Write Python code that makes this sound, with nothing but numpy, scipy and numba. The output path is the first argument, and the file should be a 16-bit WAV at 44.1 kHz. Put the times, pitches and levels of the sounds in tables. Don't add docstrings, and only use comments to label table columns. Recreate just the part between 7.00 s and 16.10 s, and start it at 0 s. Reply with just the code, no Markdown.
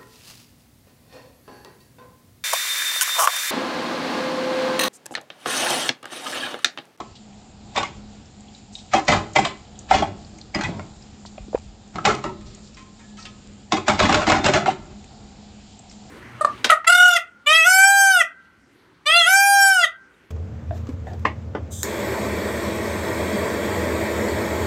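import sys
import numpy as np
from scipy import signal
from scipy.fft import rfft, irfft, next_fast_len
from scipy.io import wavfile
from scipy.ndimage import uniform_filter1d
from numba import njit

SR = 44100
rng = np.random.default_rng(int(sys.argv[2]) if len(sys.argv) > 2 else 0)


def unload_audio(sound):
    columns = np.transpose(np.atleast_2d(sound))
    steps = np.round(np.clip(columns, -1, 1) * 32767)
    wavfile.write(sys.argv[1], SR, steps.astype(np.int16))


def invert_db(x):
    u = np.asarray(x, float) / 20
    return 10 ** u


N = 401310

# [t/s, peak level/dB, favoured f/Hz at the struck spot, thud level/dB, clank level/dB]
TONG_KNOCKS = [(0.002, -21.5, 1110, -5.5, -11.5), (0.76, -19, 1050, -27, -3), (0.775, -12, 1130, -35, -8.5),
               (0.830, -19.5, 1194, -39, -8), (1.935, -4.5, 766, 1, -11), (2.081, -4.5, 775, -6, -7.5),
               (2.124, -9.5, 836, -31, -13), (2.36, -6.5, 2040, -27, -9), (2.384, -17.5, 760, -2, 0),
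               (2.45, -11.5, 673, -35, -8), (2.91, -8.5, 770, -12, -12), (2.941, -16.5, 744, -20, -10),
               (3.022, -15.5, 774, -2.5, -18), (3.546, -21, 2000, 7, -1.5), (3.609, -21, 2550, -21, -4.5),
               (3.635, -23, 1870, -9, -2.5), (3.684, -26.5, 670, 2, -17), (3.794, -29.5, 696, -26, -28)]
# [t/s, peak level/dB, favoured f/Hz at the struck spot, thud level/dB, clank level/dB]
GRATE_BUMPS = [(4.956, -21, 583, 0, -12), (4.983, -20.5, 1320, -16, -40), (5.051, -9, 795, -14, -3),
               (5.073, -22, 1120, -9, -3), (5.096, -33, 1330, -6, -3), (5.24, -17, 1350, 3, -14),
               (6.721, -7, 720, -0.5, -6), (6.767, -13, 950, -0.5, -9.5), (6.8805, -8, 640, -4, -3),
               (6.897, -11, 795, -31, -12), (6.992, -10.5, 1310, -25, -4.5), (7.0017, -10.5, 610, 0, -15),
               (7.026, -20, 1080, 2, -4.5), (7.052, -16, 1800, 0.5, -13), (7.092, -17, 820, -33, -9),
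               (7.123, -11.5, 434, 0, -5.5), (7.1423, -4.5, 614, -10, -8), (7.172, -17.5, 640, -12, -8),
               (7.21, -17, 740, -10, -22), (7.268, -18.5, 710, -14, -2.5), (7.284, -21.5, 810, -7, 1),
               (7.298, -7.5, 780, -15.5, -9), (7.318, -8, 900, -7.5, -12.5), (7.332, -17.5, 990, 0, -20),
               (7.347, -25, 800, -3, -19), (7.442, -12, 870, -6.5, -17), (7.461, -8.5, 580, -23, -4),
               (7.486, -13, 615, 1, -10), (7.536, -10.5, 620, -24, -3), (7.556, -12.5, 1270, -6, -10),
               (7.658, -12, 890, -3.5, -16)]
# [t/s, pressure level/dB, hold/s, thud level/dB, clank level/dB]
TONG_SCRAPES = [(0.753, -29.5, 0.053, -8.5, -7.5), (0.84, -51, 0.0088, 5, 10.5),
                (1.925, -40, 0.0044, -2.5, -3), (1.938, -24, 0.011, -3.5, -3.5),
                (2.082, -18, 0.054, -2.5, -5), (2.2, -52.5, 0.094, 10.5, -4), (2.36, -29, 0.029, 4.5, 0.5),
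                (2.45, -36, 0.0024, -7, 6), (2.897, -33, 0.0074, -0.5, -4), (2.912, -21.5, 0.051, 0.5, -3),
                (2.98, -44.5, 0.083, 3, -3), (3.552, -34, 0.11, 4, -4.5), (3.1, -62, 0.28, 12, -19),
                (3.72, -46.5, 0.084, 8.5, -18)]
# [t/s, pressure level/dB, hold/s, thud level/dB, clank level/dB]
GRATE_SLIDES = [(4.943, -42.5, 0.057, 9, -26), (5.055, -20.5, 0.054, -3, -7), (5.241, -28, 0.0052, 4, -9),
                (5.378, -59.5, 0.22, 9.5, -9), (6.722, -28, 0.026, -5, -4.5),
                (6.875, -26.5, 0.049, 3.5, -3), (6.995, -18, 0.068, -1, -7), (7.094, -19, 0.125, -7.5, -11),
                (7.272, -19, 0.079, -0.5, -7.5), (7.444, -21.5, 0.053, 0.5, -4.5),
                (7.539, -18.5, 0.021, -5.5, -8), (7.67, -27.5, 0.015, -1, -6),
                (7.792, -57.5, 0.14, 11, -14)]
# [f/Hz, level/dB, T60/s]
RESTING_MODES = [(94, -6, .25), (131, -5, .22), (214, -5, .2), (275, -9, .2), (321, -4, .2), (397, -5, .2),
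                 (446, -7, .2), (560, -8, .13), (620, -3, .15), (690, -15, .12), (773, -3, .11),
                 (910, -8, .13), (1037, -6, .14), (1135, -4, .13), (1324, -3, .14), (1470, -9, .12),
                 (1729, -8, .12), (2025, -4, .11), (2165, -5, .11), (2286, -3, .13), (2550, -4, .13),
                 (2870, -6, .1), (3270, -7, .1), (3590, -8, .1), (4090, -9, .1), (4900, -11, .08),
                 (5500, -12, .08), (6850, -13, .06), (7200, -14, .06)]
# [f/Hz, level/dB per Hz]
CLATTER_SPECTRUM = [(24, -16.5), (40, -8), (81, -1.5), (279, -4.5), (358, -8), (401, -7), (491, -18),
                    (612, 0.5), (690, -4.5), (773, 1.5), (924, -6.5), (2080, -11.5), (7390, -23),
                    (8850, -35), (11500, -64.5), (19500, -120)]
# [t/s, level/dB, f/Hz, hold/s]
DRAG_SONGS = [(0.763, -23, 3610, 0.024), (0.766, -27, 2524, 0.023), (0.768, -20.5, 1113, 0.024),
              (0.764, -23, 808, 0.033), (0.77, -31, 1475, 0.058), (2.025, -37, 1035, 0.035),
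              (2.202, -33, 1039, 0.024), (0.829, -16, 1140, 0.0069), (0.83, -24, 810, 0.012),
              (0.84, -26.5, 2150, 0.018), (1.939, -12.5, 785.5, 0.048), (1.944, -21.5, 2552, 0.019),
              (1.959, -27, 2089, 0.035), (1.937, -26.5, 3240, 0.027), (2.087, -14.5, 775, 0.067),
              (2.084, -19.5, 2037, 0.062), (2.086, -28, 2589, 0.029), (2.112, -18.5, 283, 0.027),
              (3.02, -19, 676, 0.0099), (3.675, -23.5, 176, 0.026), (5.056, -17, 786, 0.026),
              (5.075, -17.5, 421.5, 0.041), (5.083, -17.5, 1336, 0.032), (5.242, -34, 1320, 0.035),
              (5.255, -36, 935, 0.049), (5.246, -39, 1900, 0.031), (6.899, -19, 776, 0.032),
              (6.997, -20.5, 608, 0.016), (7.024, -22, 3050, .02), (7.038, -21, 270, 0.024),
              (7.054, -24, 1850, 0.017), (7.155, -26, 616, 0.026), (7.21, -25.5, 1317, 0.047),
              (7.32, -20.5, 2244, 0.024), (7.317, -22, 1000, 0.032), (7.464, -17.5, 616.4, 0.03),
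              (7.553, -23, 1270, 0.011), (7.559, -17, 642, 0.03), (7.676, -27, 2760, 0.014),
              (3.541, -27, 2200, .012), (3.549, -27, 640, 0.016), (3.607, -30.5, 1550, 0.036),
              (3.606, -35, 1330, .015), (3.628, -32.5, 1000, .03), (7.407, -37, 3600, 0.038),
              (7.45, -21, 2750, .015), (7.476, -24, 2900, 0.012), (2.453, -21, 680, 0.014),
              (6.73, -21, 780, 0.024), (3.64, -25.5, 1994, 0.019), (3.64, -28, 2500, 0.019),
              (3.795, -43, 2190, 0.0067), (3.025, -16.5, 740, .012)]
# [t/s, level/dB, f/Hz, hold/s]
DIRECT_SONGS = [(0.751, -30, 945, .008), (7.094, -13.5, 795, .012), (7.04, -17.5, 190, 0.025),
                (7.123, -21.5, 1300, .015), (7.211, -19, 700, 0.023), (7.27, -20.5, 663, .02),
                (7.312, -17, 791, .03), (7.28, -26.5, 2166, 0.076), (7.444, -15, 866, .01),
                (7.6, -26, 700, 0.038), (7.684, -16, 777, .008)]
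# [t/s, peak level/dB, f/Hz]
BOTTOM_THUNKS = [
    (2.081, -14, 784),
    (2.383, -4.5, 787),
    (2.910, -0.5, 757),
    (2.942, -7.5, 772),
    (3.023, -5, 793),
    (5.244, -37, 1290),
    (7.66, -12.5, 766),
    (7.68, -7.5, 757),
    (1.949, -13, 750),
]
# [t/s, peak level/dB, f/Hz]
EDGE_CRACKS = [(2.361, -13, 2180), (5.15, -25, 4000), (5.24, -26, 2500), (5.053, -15, 3500),
               (6.721, -13.5, 3000), (6.724, -22, 1486), (6.881, -11, 2480), (6.992, -15, 2500),
               (7.0, -6, 1700), (7.032, -19, 3000), (7.096, -18, 1300), (7.146, -15, 2500),
               (7.175, -18.5, 1990), (7.215, -27, 900), (7.269, -16, 2500), (7.299, -14.5, 4000),
               (7.4436, -12, 3000), (7.461, -16, 3000), (7.5, -27, 1200), (7.537, -9, 2530),
               (7.561, -25, 1300), (7.675, -23, 2800)]
# [t/s, peak level/dB, f/Hz]
BROAD_SNAPS = [(0.831, -23, 3400), (7.36, -22, 400), (7.49, -12, 400), (7.053, -11, 200),
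               (2.365, -14, 2100), (7.2695, -18, 1200), (7.094, -15, 2000), (7.0215, -15, 1500),
               (7.068, -18, 1200), (7.123, -19, 2000), (7.287, -19, 3500), (7.326, -18, 1500),
               (7.487, -15, 1500), (7.498, -16, 900), (7.658, -25, 2600), (8.042, -40, 2500),
               (8.913, -36, 2600), (8.925, -41, 4500)]
# [t/s, peak level/dB, f/Hz]
TONG_CLINKS = [(0.775, -16.5, 2570), (0.83, -36, 2180), (2.0803, -10.5, 1960), (2.362, -13, 2110),
               (2.9098, -13.5, 2090), (3.5496, -14, 1954), (3.6087, -23, 2470), (3.6367, -16, 1960),
               (3.7938, -31, 2180), (4.9564, -30, 2140), (5.0539, -14, 2020), (7.0005, -16, 2260),
               (7.5373, -15, 2160)]
# [t/s, peak level/dB, f/Hz]
RIM_TINKS = [(0.7731, -3, 3590), (0.8315, -19, 3240), (2.3625, -10, 3200), (2.4493, -15, 3700),
             (3.0245, -17.5, 3254), (3.5468, -15, 4960), (3.6374, -24, 3610), (4.9571, -29, 4150),
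             (5.0524, -30, 3500), (6.7211, -22, 3630), (7.0928, -33, 3380), (7.2988, -21, 4720),
             (7.4435, -21, 7520)]
# [t/s, peak level/dB, favoured f/Hz, slide length/s]
BACON_TOSSES = [
    (5.23, -38, 1320, 0.0051),
    (5.29, -43, 935, 0.012),
    (5.408, -39.5, 1300, 0.016),
    (5.768, -36, 1030, 0.034),
    (5.991, -40, 1720, 0.03),
    (6.17, -34, 1340, 0.035),
    (6.253, -23.5, 1265, 0.007),
]
# [f/Hz, level/dB, T60/s]
LIFTED_MODES = [(935, -3, 0.2), (1050, 5, 0.59), (1265, 3, 0.2), (1720, -6, 0.29), (1870, 0, 0.12),
                (2290, 2, 0.21), (2500, 3, 0.048), (3150, -2, .07)]
# [t/s, peak level/dB, f/Hz, T60/s]
FREE_RINGS = [(5.243, -34, 935, .3), (5.243, -28, 1326, .25), (5.776, -45, 1034, 0.46),
              (5.776, -50, 1330, .25), (5.772, -45, 2060, .14), (5.776, -54, 2530, .35),
              (5.99, -48, 921, .25), (5.99, -51, 1330, .2), (6.006, -52, 1707, .7), (6.182, -39, 1320, .2),
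              (6.255, -39, 3150, .12)]
# [t/s, peak level/dB, f/Hz, T60/s]
KNOB_TICKS = [
    (4.252, -11.5, 890, 0.011),
    (4.379, -19.5, 615, 0.042),
    (4.482, -16, 301, 0.02),
    (4.53, -12.5, 545, 0.026),
    (4.541, -22, 770, 0.013),
    (4.546, 4.5, 490, 0.02),
    (4.553, -5, 764, 0.028),
    (4.576, -17, 770, 0.022),
]
# [t/s, peak level/dB, f/Hz]
FAT_SPITS = [(0.3284, -45, 2540), (1.256, -39, 5300), (1.405, -35.5, 6900), (1.483, -36, 3300),
             (1.548, -32, 3930), (1.7527, -19.5, 3720), (2.05, -31, 6760), (2.333, -29.5, 6900),
             (2.595, -42, 7000), (2.6509, -40, 3900), (2.7555, -36.5, 3370), (2.79, -25.5, 6800),
             (3.247, -33, 4500), (3.384, -31.5, 6560), (3.386, -35, 2280), (3.413, -27.5, 4180),
             (3.865, -43, 4120), (4.0233, -34, 5100), (4.379, -30, 2500), (4.5528, -31.5, 2410),
             (4.8755, -41.5, 6900), (5.5464, -30, 6800), (5.674, -34, 4630), (5.745, -34, 5370),
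             (6.178, -49, 2570), (6.225, -27, 4600), (8.0426, -36, 6850), (8.7905, -30, 7450),
             (8.897, -34, 5420), (8.9153, -37, 7170)]
# [t/s, peak level/dB, f/Hz, T60/s]
FAT_FLARES = [
    (0.1521, -29, 3670, 0.068),
    (1.722, -39.5, 6800, 0.53),
    (1.7814, -28, 3730, 0.08),
    (4.2574, -24, 4400, 0.06),
    (5.4552, -42, 4500, 0.37),
    (5.6297, -41, 5200, 0.12),
    (6.1799, -37.5, 5530, 0.47),
    (6.2584, -25.5, 3150, 0.069),
    (8.8972, -43, 7540, 0.14),
]
# [t/s, level/dB]
SIZZLE_LEVEL = [(0.0, -53.5), (0.33, -55.5), (1.22, -55), (1.8, -54), (2.5, -55), (3.42, -54), (4.9, -56.5),
                (5.25, -55.5), (6.18, -55.5), (7.75, -56), (8.08, -55.5), (9.1, -52.5)]
# [f/Hz, level/dB per Hz]
SIZZLE_SPECTRUM = [(710, -28.5), (1200, -18.5), (1540, -14.5), (2440, -6.5), (2960, -4), (4890, -2),
                   (6130, -7), (7300, 3.5), (7940, -10), (8850, -9), (11500, -47.5), (19500, -120)]
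# [f/Hz, level/dB per Hz]
AIR_SPECTRUM = [(15, -23), (32, -3.5), (58, 0.5), (125, -0.5), (160, -5.5), (190, -12.5), (250, -9),
                (330, -11.5), (480, -15), (900, -27), (1300, -24), (3000, -39), (5000, -49.5)]
# [f/Hz, width/Hz, level/dB]
FAN_TONE = (207, 10.2, -47.5)
# [t/s, level/dB]
FLAME_LEVEL = [
    (0, -57.5),
    (3.1, -55.5),
    (3.3, -61),
    (3.5, -57),
    (5.2, -60),
    (5.4, -73),
    (6.3, -60.5),
    (6.6, -62),
    (9.1, -54),
]
# [t/s, rumble level/dB, hold/s]
FINGER_SHIFTS = [
    (4.2, -51, .03),
    (4.4, -42.5, 0.034),
    (4.56, -42.5, 0.13),
    (5.336, -46, 0.054),
    (5.443, -40, 0.023),
    (7.794, -46, 0.054),
    (7.852, -45, 0.023),
]

THUD_FOOT_HZ, THUD_TOP_HZ, CLANK_FOOT_HZ = 74, 413, 1644
CHATTER_S = 0.012
CLINK_T60_S, TINK_T60_S, THUNK_T60_S = 0.1, 0.063, 0.085
SPIT_T60_S, CRACK_T60_S = 0.025, 0.014
PRESS_DB_S, EASE_DB_S = 2601.5, 291.5
LINGER, LINGER_TOP_DB, DULLING, SKIM = 0.42, 23, 0.084, 0.46
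SONG_RISE_S, SONG_CHOKE_DB_S, SONG_ROUGH = 0.0018, 899.5, 0.4
SLOSH_DB = -27.5
FLAME_HZ, AIR_DB = 755, -47.5
GRIP_RISE_DB_S, GRIP_FALL_DB_S = 505, 145
ROOM_T60_S, ROOM_DB, ROOM_DULL_HZ = 0.35, -9, 3000
NOTES_WET_DB = -11
CEILING, TOP_HZ, CLIP = 0.74, 8313, 0.7


def pan():
    s, db, spot_hz, thud_db, clank_db = np.transpose(TONG_KNOCKS + GRATE_BUMPS)
    chatter = grit(7000, 2.0)
    slip = grit(5000, 1.5) * invert_db(3 * walk(60))
    bounce_s = np.full(len(s), CHATTER_S)
    force = np.array([strikes(s, db + part_db - 9.0, bounce_s, chatter) for part_db in (thud_db, 0, clank_db)])
    force[0] = sieve(force[0], 170, "high")
    force += invert_db(-3.5) * slip * drags(TONG_SCRAPES + GRATE_SLIDES)
    force[0] = np.roll(force[0], int(0.007903 * SR))

    group = np.searchsorted([THUD_TOP_HZ, CLANK_FOOT_HZ], np.array(RESTING_MODES)[:, 0])
    part_gain = invert_db(np.array([[3.0], [-3.0], [1.5]]))
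    modes = body(force * part_gain, RESTING_MODES, group, s, spot_hz, 9.3, 0.62, damping=2.18, detune=0.0064)

    thud = sieve(force[0], [THUD_FOOT_HZ, THUD_TOP_HZ], "band")
    mid = band(force[1], 1270, 1490)
    clank = sieve(force[2], CLANK_FOOT_HZ, "high")
    clatter = colour(invert_db(3.0) * thud + mid + invert_db(6.0) * clank, CLATTER_SPECTRUM)
    return modes + invert_db(18.5) * clatter


def strikes(times, db, lengths, chatter, first=1.0):
    out = np.zeros(N)
    for s, d, length in zip(times, db, np.clip(lengths, .001, .1)):
        i = int(s * SR)
        t = np.arange(min(int(6 * length * SR), N - i)) / SR
        onset = 1 - np.exp(-t / 0.00065)
        bounces = np.exp(-t / length)
        touch = first * np.exp(-t / 0.0037)
        out[i:i + len(t)] += invert_db(d) * onset * (bounces + touch)
    return out * chatter


def drags(rows):
    out = np.zeros((3, N))
    for s, db, hold_s, thud_db, clank_db in rows:
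        before, after = slack(s, hold_s, PRESS_DB_S, EASE_DB_S)
        near = before + after < 70
        before, after = before[near], after[near]
        thud = thud_db + np.minimum(LINGER * after, LINGER_TOP_DB)
        clank = clank_db + SKIM * before - DULLING * after
        tilt = np.array([thud, 0 * after, clank])
        out[:, near] += invert_db(db - before - after + tilt)
    return out


def body(force, modes, group, times, spot_hz, spot_db, scatter_db, damping, detune):
    hz, db, t60 = np.transpose(modes)
    chance = rng.standard_normal((len(times), 3, len(hz)))
    turn = 2j * np.pi * hz * (1 + detune * chance[:, 2]) / SR
    poles = np.exp(turn - damping * np.log(1000) / (t60 * SR))
    near = np.exp(-(np.log(hz / spot_hz[:, None]) / 0.093) ** 2)
    gain = invert_db(db + spot_db * near + scatter_db * chance[:, 0])
    touch = gain * np.sign(chance[:, 1]) * np.sqrt(1 - abs(poles))
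    which = np.clip(np.searchsorted(times, np.arange(N) / SR + 0.0016) - 1, 0, None)
    return ring(force, poles, group, touch, which)


@njit
def ring(force, poles, group, touch, which):
    out, z = np.zeros(force.shape[1]), np.zeros(len(group), np.complex128)
    for i in range(len(out)):
        for m in range(len(group)):
            push = touch[which[i], m] * force[group[m], i]
            z[m] = z[m] * poles[which[i], m] + push + 1e-18
            out[i] += z[m].imag
    return out


def songs(rows):
    out, t = np.zeros(N), np.arange(8000) / SR
    for s, db, hz, hold_s in rows:
        rough = band(rng.standard_normal(len(t)), hz, 70)
        pure = np.sin(2 * np.pi * hz * t)
        tone = (1 - SONG_ROUGH) * pure + SONG_ROUGH * rough / rough.std()
        choke_db = SONG_CHOKE_DB_S * np.clip(t - hold_s, 0, 1)
        i = int(s * SR)
        out[i:i + len(t)] += tone * (1 - np.exp(-t / SONG_RISE_S)) * invert_db(db - choke_db)
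    return out


def ticks(events, sharpness, noisy, rise_s):
    out, t = np.zeros(N + 8000), np.arange(8000) / SR
    ending = np.clip((t[-1] - t) / .05, 0, 1)
    for s, db, hz, t60 in events:
        decay = np.exp(-np.log(1000) * t / max(t60, .004))
        fall = (1 - np.exp(-t / rise_s)) * decay * ending
        width = hz / sharpness
        hiss = band(band(rng.standard_normal(len(t)), hz, width), hz, width)
        tone = np.sin(2 * np.pi * hz * t) * (1 - noisy) + noisy * hiss / hiss.std()
        i = int(s * SR)
        out[i:i + len(t)] += invert_db(db) * fall * tone
    return out[:N]


def metal_notes():
    thunks = ticks(lasting(BOTTOM_THUNKS, THUNK_T60_S), 4.1, 0.39, 0.00066)
    steel = lasting(TONG_CLINKS, CLINK_T60_S) + lasting(RIM_TINKS, TINK_T60_S)
    return thunks + songs(DRAG_SONGS) + invert_db(-3.5) * ticks(steel, 37, 0.39, 0.0005)


def edge_cracks():
    return ticks(lasting(EDGE_CRACKS, CRACK_T60_S), 1.0, 0.93, 0.00029)


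def lifted_pan():
    s, db, spot_hz, length = np.transpose(BACON_TOSSES)
    force = strikes(s, db, length, grit(9700, 0.96), first=.1)
    group = np.zeros(len(LIFTED_MODES), np.int64)
    modes = body(force[None], LIFTED_MODES, group, s, spot_hz, 9.4, 1.27, damping=1.0, detune=0.0027)
    slap = band(band(force, 2200, 5500), 2200, 5500)
    return invert_db(-16.5) * modes + invert_db(-3.0) * slap


def close_sounds():
    rings = ticks(FREE_RINGS, 45, 0.3, .004)
    snaps = ticks(lasting(BROAD_SNAPS, CRACK_T60_S), .9, 0.81, .0003)
    return rings + songs(DIRECT_SONGS) + snaps


def stove_knob():
    return invert_db(-6.0) * ticks(KNOB_TICKS, 2.56, 0.66, 0.0001)


def spitting_fat():
    spits = ticks(lasting(FAT_SPITS, SPIT_T60_S), 2.8, 0.46, 0.00075)
    return invert_db(-1.5) * spits + invert_db(-6) * ticks(FAT_FLARES, 1.5, 1, .008)


def sizzle():
    fine = np.zeros(N)
    for hz in 1300 * 1.24 ** np.arange(10):
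        flicker = invert_db(3.6 * walk(17) + .7 * walk(3))
        fine += band(rng.standard_normal(N), hz, hz / 4) * flicker / np.sqrt(hz)
    crackle = grit(1400, 2.0) * invert_db(6.5 * walk(9.1))
    hiss = level(colour(level(fine, 0) + invert_db(-8.0) * crackle, SIZZLE_SPECTRUM), 0)
    stirring = invert_db(SLOSH_DB) * drags(GRATE_SLIDES)[1]
    return hiss * (invert_db(0.14) * curve(SIZZLE_LEVEL, fade_s=0.00026) + stirring)


def kitchen():
    air = level(colour(rng.standard_normal(N), AIR_SPECTRUM) * invert_db(2.0 * walk(3.9)), AIR_DB)
    fan_hz, width_hz, fan_db = FAN_TONE
    whirr = level(band(rng.standard_normal(N), fan_hz, width_hz), 0)
    hum = 0.83 * np.sin(2 * np.pi * fan_hz * np.arange(N) / SR)
    gap = level(band(band(rng.standard_normal(N), FLAME_HZ, 230), FLAME_HZ, 230), 0)
    flame = gap * invert_db(2.5 * walk(9)) * curve(FLAME_LEVEL, fade_s=.001)
    return air + level(whirr + hum, fan_db) + flame


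def hand():
    rumble = level(band(band(rng.standard_normal(N), 55, 55), 55, 55), 0)
    grip = np.zeros(N)
    for s, db, hold_s in FINGER_SHIFTS:
        before, after = slack(s, hold_s, GRIP_RISE_DB_S, GRIP_FALL_DB_S)
        grip += invert_db(db - before - after)
    return rumble * grip


def room(x):
    t = np.arange(SR // 2) / SR
    noise = rng.standard_normal(len(t)) * (t > .004)
    low = signal.lfilter(*signal.butter(1, ROOM_DULL_HZ, fs=SR), noise)
    fall = np.log(1000) * t / ROOM_T60_S
    tail = low * np.exp(-fall) + (noise - low) * np.exp(-1.6 * fall)
    tail /= np.sqrt(np.sum(tail ** 2))
    return x + invert_db(ROOM_DB) * signal.fftconvolve(x, tail)[:N]


def lasting(rows, t60_s):
    return [(*row, t60_s) for row in rows]


def slack(s, hold_s, rise_db_s, fall_db_s):
    t = np.arange(N) / SR
    return rise_db_s * np.clip(s - t, 0, 1), fall_db_s * np.clip(t - s - hold_s, 0, 1)


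def curve(table, fade_s):
    s, level_db = np.transpose(table)
    t = np.arange(N) / SR
    gain = invert_db(np.interp(t, s, level_db, left=-150, right=-150))
    return gain * np.clip((t - s[0]) / fade_s, 0, 1) ** 2


def level(x, db):
    return x * invert_db(db) / np.sqrt(np.mean(x ** 2))


def colour(x, points):
    hz, db = np.transpose(points)
    size = next_fast_len(N)
    f = np.arange(size // 2 + 1) * SR / size + 1
    gain = invert_db(np.interp(np.log(f), np.log(hz), db))
    return irfft(rfft(x, size) * gain, size)[:N]


def band(x, hz, width):
    return signal.lfilter(*signal.iirpeak(min(hz, .4 * SR), hz / width, fs=SR), x)


def sieve(x, hz, kind):
    return signal.sosfilt(signal.butter(2, hz, kind, fs=SR, output="sos"), x)


def walk(rate):
    k = int(SR / rate)
    steps = np.repeat(rng.standard_normal(N // k + 1), k)
    return uniform_filter1d(uniform_filter1d(steps, k), k)[:N]


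def grit(rate, spread_db):
    hit = rng.random(N) < rate / SR
    size = rng.standard_normal(N) * invert_db(spread_db * rng.exponential(size=N))
    return level(hit * size, 0)


def scene():
    notes = metal_notes()
    metal = pan() + lifted_pan() + edge_cracks()
    wet = room(metal + spitting_fat() + invert_db(NOTES_WET_DB) * notes)
    dry_notes = (1 - invert_db(NOTES_WET_DB)) * notes
    background = sizzle() + kitchen() + hand()
    return (wet + dry_notes + close_sounds() + stove_knob() + background)[None]


def top_cut(x):
    return signal.sosfilt(signal.butter(12, 15800, fs=SR, output="sos"), x)


def record(dry):
    squeezed = dry / (1 + abs(dry / CEILING) ** 6) ** (1 / 6)
    rolled_off = signal.sosfilt(signal.cheby1(10, .5, TOP_HZ, fs=SR, output="sos"), squeezed)
    mix = np.clip(rolled_off, -CLIP, CLIP)
    return top_cut(mix)


dry = scene()
out = record(dry)
unload_audio(out)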